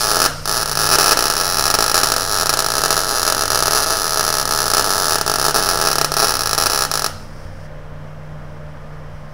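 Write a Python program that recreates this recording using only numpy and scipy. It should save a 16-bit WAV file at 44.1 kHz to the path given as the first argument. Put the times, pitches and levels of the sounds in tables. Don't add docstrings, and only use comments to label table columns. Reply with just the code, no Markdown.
import sys
import numpy as np
from scipy import signal
from scipy.fft import rfft, irfft
from scipy.io import wavfile
from scipy.ndimage import uniform_filter1d

SR = 44100
rng = np.random.default_rng(int(sys.argv[2]) if len(sys.argv) > 2 else 0)


def bounce(signal):
    frames = np.transpose(np.atleast_2d(signal))
    limited = np.clip(frames, -1, 1)
    pcm = np.round(limited * 32767).astype(np.int16)
    wavfile.write(sys.argv[1], SR, pcm)


def boost(x):
    u = np.asarray(x, float) / 20
    return 10 ** u


N = 411453


def band(x, centre_hz, width_hz):
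    b, a = signal.iirpeak(centre_hz, centre_hz / width_hz, fs=SR)
    return signal.lfilter(b, a, x)


def unit(x):
    return x / np.sqrt(np.mean(x ** 2))


def walk(rate_hz):
    hold = int(SR / rate_hz)
    held = np.repeat(rng.standard_normal(N // hold + 1), hold)
    slewed = uniform_filter1d(uniform_filter1d(held, hold), hold)
    return 1.3 * slewed[:N]


def train(at_s, gain, size):
    out = np.zeros(size)
    np.add.at(out, np.round(np.asarray(at_s) * SR).astype(int), gain)
    return out


def gas():
    # time_s, level_db
    gas_level = [(0, -24), (.3, -38), (0.448, -37), (7.05, -35.5), (7.2, -47), (7.3, -54), (7.66, -53),
                 (7.69, -67), (9.33, -63)]
    time_s, level_db = np.transpose(gas_level)
    hiss = band(band(rng.standard_normal(N), 5150, 1200), 5270, 1700)
    hiss = hiss + boost(-11.5) * band(rng.standard_normal(N), 9100, 2100)
    hiss = hiss + boost(-23) * band(rng.standard_normal(N), 14500, 5000)
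    hiss = hiss + boost(-11.5) * band(rng.standard_normal(N), 2650, 1500)
    flutter_db = 1.5 * walk(15)
    return unit(hiss) * boost(np.interp(np.arange(N) / SR, time_s, level_db) + flutter_db)


def fan():
    # pitch_hz, rms_db
    fan_tones = [(30, -39), (90.3, -40.5), (150.7, -39.5), (219, -52), (301.4, -59), (452.2, -56),
                 (527.6, -51), (603, -51), (1055, -58), (1206, -59)]
    # freq_hz, relative_density_db
    fan_air = [(12, -30.5), (20, -10.5), (53, -1.5), (154, -9), (262, -13.5), (377, -19.5), (607, -10.5),
               (738, -16), (849, -16), (1710, -19.5), (2670, -31.5), (3200, -31), (3500, -36),
               (4600, -39.5), (5800, -38), (6600, -44.5), (16000, -53)]
    t = np.arange(N) / SR
    tones = 0
    for pitch_hz, rms_db in fan_tones:
        level = np.sqrt(2) * boost(rms_db + 2.47 * walk(7))
        phase = 2 * np.pi * (pitch_hz * t + rng.random()) + 0.4 * walk(5)
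        tones = tones + level * np.sin(phase)
    freq_hz, density_db = np.transpose(fan_air)
    bins_hz = np.fft.rfftfreq(N, 1 / SR)
    shape = boost(np.interp(np.log(bins_hz + 1), np.log(freq_hz), density_db))
    air = unit(irfft(rfft(rng.standard_normal(N)) * shape, N))
    air_db = -38 + 0.14 * walk(11)
    return tones + air * boost(air_db)


def restrikes():
    # start_s, level_db
    standout_pops = [(0.1148, 5.3), (0.1684, 5.1), (0.2018, 6.1), (0.2176, 6.7), (0.2517, 5.0),
                     (0.2604, 7.3), (0.7729, 4.0), (0.9138, 4.9), (0.9305, 6.2), (0.938, 5.3),
                     (0.9463, 5.1), (0.9853, 6.6), (1.0094, 5.0), (1.0425, 5.6), (1.0602, 6.5),
                     (1.0924, 6.2), (1.1103, 6.5), (1.1193, 6.7), (1.1289, 7.6), (1.1722, 6.4),
                     (1.1906, 7.1), (1.3005, 5.0), (1.4114, 3.0), (1.5947, 4.9), (1.7018, 5.5),
                     (1.7409, 7.5), (1.7501, 6.2), (1.7877, 8.2), (1.8063, 5.9), (1.8247, 6.2),
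                     (1.9436, 7.1), (1.955, 5.0), (1.978, 7.2), (2.0331, 7.2), (2.1196, 6.1), (2.164, 4.3),
                     (2.4933, 6.4), (2.5382, 5.1), (2.5909, 5.6), (2.7813, 2.7), (2.8369, 7.0),
                     (2.8591, 5.8), (2.9057, 5.6), (2.9277, 4.9), (2.9671, 3.3), (2.9774, 4.6),
                     (3.2301, 4.4), (3.2776, 5.8), (3.3004, 3.7), (3.3234, 5.1), (3.5033, 4.6),
                     (3.557, 5.3), (3.6246, 6.7), (3.6805, 6.5), (3.7331, 5.2), (3.7494, 5.0),
                     (3.7745, 3.2), (3.9054, 3.7), (4.1731, 3.4), (4.1948, 4.8), (4.209, 3.3), (4.279, 3.6),
                     (4.5095, 2.7), (4.7358, 6.7), (4.7474, 4.7), (4.7693, 6.0), (4.7807, 6.1),
                     (4.7952, 7.0), (5.1217, 4.3), (5.1566, 5.2), (5.2123, 4.7), (5.2975, 5.2),
                     (5.4512, 4.7), (5.4646, 5.2), (5.4832, 6.0), (5.5603, 6.2), (5.8137, 3.2),
                     (5.872, 6.5), (5.9561, 3.5), (5.9836, 5.5), (6.0134, 7.7), (6.0456, 5.8),
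                     (6.1676, 4.3), (6.2002, 5.2), (6.2282, 5.6), (6.2444, 6.2), (6.531, 4.6), (6.579, 4.5),
                     (6.5853, 3.4), (6.6591, 3.5), (6.6672, 5.1), (6.8216, 3.9), (7.0438, 3.4)]
    # last_pop_before_s, first_pop_after_s
    stalls = [(0.2604, 0.4563), (0.4563, 0.4764), (0.6298, 0.6585), (0.6585, 0.6768), (0.6954, 0.7146),
              (0.7295, 0.7538), (0.7538, 0.7729), (0.7729, 0.7904), (0.8719, 0.8904), (0.9543, 0.9853),
              (1.1289, 1.1722), (1.6795, 1.7018), (1.7119, 1.7409), (1.7501, 1.7877), (1.9154, 1.9436),
              (2.0137, 2.0331), (2.1012, 2.1196), (2.1394, 2.164), (2.4318, 2.4585), (2.469, 2.4933),
              (2.5024, 2.5287), (2.5382, 2.5721), (2.8179, 2.8369), (2.8591, 2.881), (3.2301, 3.2512),
              (3.3004, 3.3234), (3.3234, 3.348), (3.4559, 3.4794), (3.4794, 3.5033), (3.6044, 3.6246),
              (3.6348, 3.6574), (3.6805, 3.7088), (3.8434, 3.8616), (4.209, 4.2293), (4.303, 4.3265),
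              (4.4275, 4.4543), (4.4543, 4.4763), (4.6807, 4.7016), (4.7155, 4.7358), (4.7474, 4.7693),
              (4.8236, 4.8436), (5.1566, 5.1843), (5.1843, 5.2123), (5.2123, 5.2638), (5.2782, 5.2975),
              (5.3163, 5.3393), (5.3582, 5.3852), (5.5093, 5.5442), (5.7569, 5.774), (5.9302, 5.9561),
              (5.9561, 5.9836), (5.9836, 6.0134), (6.0134, 6.0456), (6.0456, 6.1188), (6.1188, 6.1398),
              (6.1398, 6.1676), (6.369, 6.3924), (6.4347, 6.4587), (6.5111, 6.531), (6.5491, 6.579),
              (6.6368, 6.6591), (6.6672, 6.6989), (6.8506, 6.9145), (6.9145, 6.939), (6.9945, 7.0209),
              (7.0209, 7.0438)]
    # time_s, restrikes_per_s, level_db
    drip = [(0.0, 120, -2.8), (0.25, 75.5, 2.5), (0.601, 118, -2.6), (0.699, 113, -3.5), (0.95, 98, 4.9),
            (1.199, 63.5, 2.5), (1.5, 93, -2.1), (1.7, 58.7, 3.4), (1.9, 54, 2), (1.97, 86, 0),
            (2.15, 50.5, 1), (2.25, 102, -4.5), (2.5, 77, 2.5), (2.65, 51, 1.5), (2.8, 70.6, -1),
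            (3.06, 90, -2.5), (3.12, 140, -3), (3.2, 84, -0.5), (3.45, 66, 1.5), (3.72, 75, 0.5),
            (3.83, 163, -2.5), (3.93, 149, -4), (4.02, 82, -2.5), (4.4, 67, 0.5), (4.95, 95, -0.2),
            (5.3, 68.7, 2.0), (5.5, 79.6, 2), (5.57, 133, 2), (5.63, 95, 0), (5.8, 87.5, 0.3),
            (5.9, 72, 0.9), (6.0, 87, 0), (6.2, 112, 0.5), (6.35, 61.6, -1.7), (6.7, 74, 0.6),
            (7.07, 58, -0.3)]
    first_pop_s, arc_off_s = .0077, 7.063
    gap_spread, level_spread_db = .14, 1.3

    t = np.arange(N) / SR
    drip_s, rate_hz, drip_db = np.transpose(drip)
    cycles = np.cumsum(np.interp(t, drip_s, rate_hz)) / SR
    standout_s, standout_db = np.transpose(standout_pops)
    stall_starts_s = np.transpose(stalls)[0]
    marks_s = np.unique(np.r_[first_pop_s, standout_s, np.ravel(stalls), arc_off_s])
    pops_s = [marks_s]
    for start_s, end_s in zip(marks_s[:-1], marks_s[1:]):
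        gaps = np.exp(gap_spread * rng.standard_normal(64))
        if start_s in stall_starts_s:
            continue
        first, last = np.interp([start_s, end_s], t, cycles)
        steps = np.cumsum(gaps[:max(round(last - first), 1)])
        pop_cycles = first + (last - first) * steps[:-1] / steps[-1]
        pops_s.append(np.interp(pop_cycles, cycles, t))
    pops_s = np.sort(np.concatenate(pops_s))

    spread_db = level_spread_db * rng.standard_normal(2048)[:len(pops_s)]
    level_db = np.interp(pops_s, drip_s, drip_db) + spread_db
    level_db = np.minimum(level_db, np.median(standout_db))
    level_db[np.searchsorted(pops_s, standout_s)] = standout_db
    return pops_s, level_db


def crack(spike_s, rebound_hz, rebound_s):
    # delay_ms, gain
    near_paths = [(0.0, .65), (0.192, 1.1), (0.38, .56)]
    delay_ms, gain = np.transpose(near_paths)
    t = np.arange(-4, 300)[:, None] / SR - delay_ms / 1000
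    spike = -np.exp(-.5 * (t / spike_s) ** 2)
    decay = (t > 0) * np.exp(-np.abs(t) / rebound_s)
    swing = decay * np.sin(2 * np.pi * rebound_hz * t)
    return spike @ gain, swing @ gain


def pipe():
    # delay_ms, level_db
    pipe_returns = [(1.11, -16), (2.314, -14), (3.38, -16), (4.717, -16), (5.728, -20)]
    # centre_hz, width_hz, level_db
    rings = [(426, 50, 9), (653, 60, 10), (822, 86, 6), (1180, 150, 3.5), (1302, 75, 10.8), (1671, 66, 9.5),
             (2500, 120, 5), (2910, 160, 4), (10300, 500, -2), (11800, 450, 2)]
    click = train([0], 1.0, size=4096)
    delay_ms, level_db = np.transpose(pipe_returns)
    flips = (-1) ** np.arange(1, len(delay_ms) + 1)
    returns = train(delay_ms / 1000, boost(level_db) * flips, size=4096)
    ringing = sum(boost(db) * band(click, centre_hz, width_hz) for centre_hz, width_hz, db in rings)
    return click + returns + ringing


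def garage(clutter_t60_s):
    # centre_hz, initial_db
    clutter_bands = [(2500, -34), (3950, -28.5), (5400, -20), (7200, -26.5), (10300, -32), (12000, -52),
                     (14800, -27)]
    # centre_hz, initial_db, t60_s
    wall_bands = [(292, -48.5, 0.54), (500, -46, 0.69), (661, -42, 0.48), (890, -38.5, 0.34),
                  (1323, -39, 0.62), (1694, -34, 0.21), (2900, -44.5, 0.43), (4110, -43.5, 0.5),
                  (5500, -37, 0.29), (6840, -47.5, 0.4), (9950, -38.5, 0.25), (12000, -51, 0.25),
                  (15000, -47.5, .3), (1516, -41, .3)]
    t = np.arange(SR // 2) / SR

    def noise(centre_hz):
        narrow = band(rng.standard_normal(len(t)), centre_hz, .22 * centre_hz)
        return unit(band(narrow, centre_hz, .3 * centre_hz))

    clutter = sum(boost(db - 60 * t / clutter_t60_s) * noise(hz) for hz, db in clutter_bands)
    walls = sum(boost(db - 60 * t / t60_s) * noise(hz) for hz, db, t60_s in wall_bands)
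    clutter_onset = 1 - np.exp(-(t / .001) ** 2)
    walls_onset = 1 - np.exp(-(t / .006) ** 2)
    return clutter_onset * clutter + walls_onset * walls


def arc():
    # time_s, spike_db, swing_db
    snap = [(0, 1, 1), (.8, 2, -1), (2.2, 2, 0.5), (3.2, 0.5, 0), (4.2, 1, 0.5), (4.8, 0.5, 0.5),
            (5.7, -1, 1), (6.2, 1, 1), (6.8, 3, 0), (7.1, 0, 0.5)]
    pops_s, level_db = restrikes()
    chance = rng.standard_normal((2048, 3))[:len(pops_s)].T
    pops_s = pops_s + 4e-5 * chance[0]
    snap_s, spike_db, swing_db = np.transpose(snap)
    snap_db = np.interp(pops_s, snap_s, spike_db) + 2.0 * chance[1]
    rebound_db = np.interp(pops_s, snap_s, swing_db)

    spike, swing = crack(spike_s=1.65e-5, rebound_hz=1370, rebound_s=1.9e-4)
    spikes = signal.fftconvolve(train(pops_s, boost(level_db + snap_db), N), spike)
    swings = 0.6 * signal.fftconvolve(train(pops_s, boost(level_db + rebound_db), N), swing)

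    turn_rad = 2 * np.pi * pops_s / 5.0 + .5 * chance[2]
    diffuse = 0
    for share in (np.cos(turn_rad), np.sin(turn_rad)):
        pops = train(pops_s, share * boost(level_db + snap_db / 2), N)
        diffuse = diffuse + signal.fftconvolve(pops, garage(clutter_t60_s=0.037))
    return signal.fftconvolve(spikes + swings, pipe())[:N] + diffuse[:N]


def scene():
    mix = arc() + gas() + fan()
    return mix[None]


def band_limit(x):
    return signal.sosfilt(signal.butter(12, 16770, fs=SR, output="sos"), x)


def record(dry):
    top_hz = 15700
    loaded = np.clip(dry + .0168, -1.06, 1.06)
    top_cut = signal.ellip(10, .2, 70, top_hz, fs=SR, output="sos")
    return band_limit(signal.sosfilt(top_cut, loaded))


dry = scene()
out = record(dry)
bounce(out)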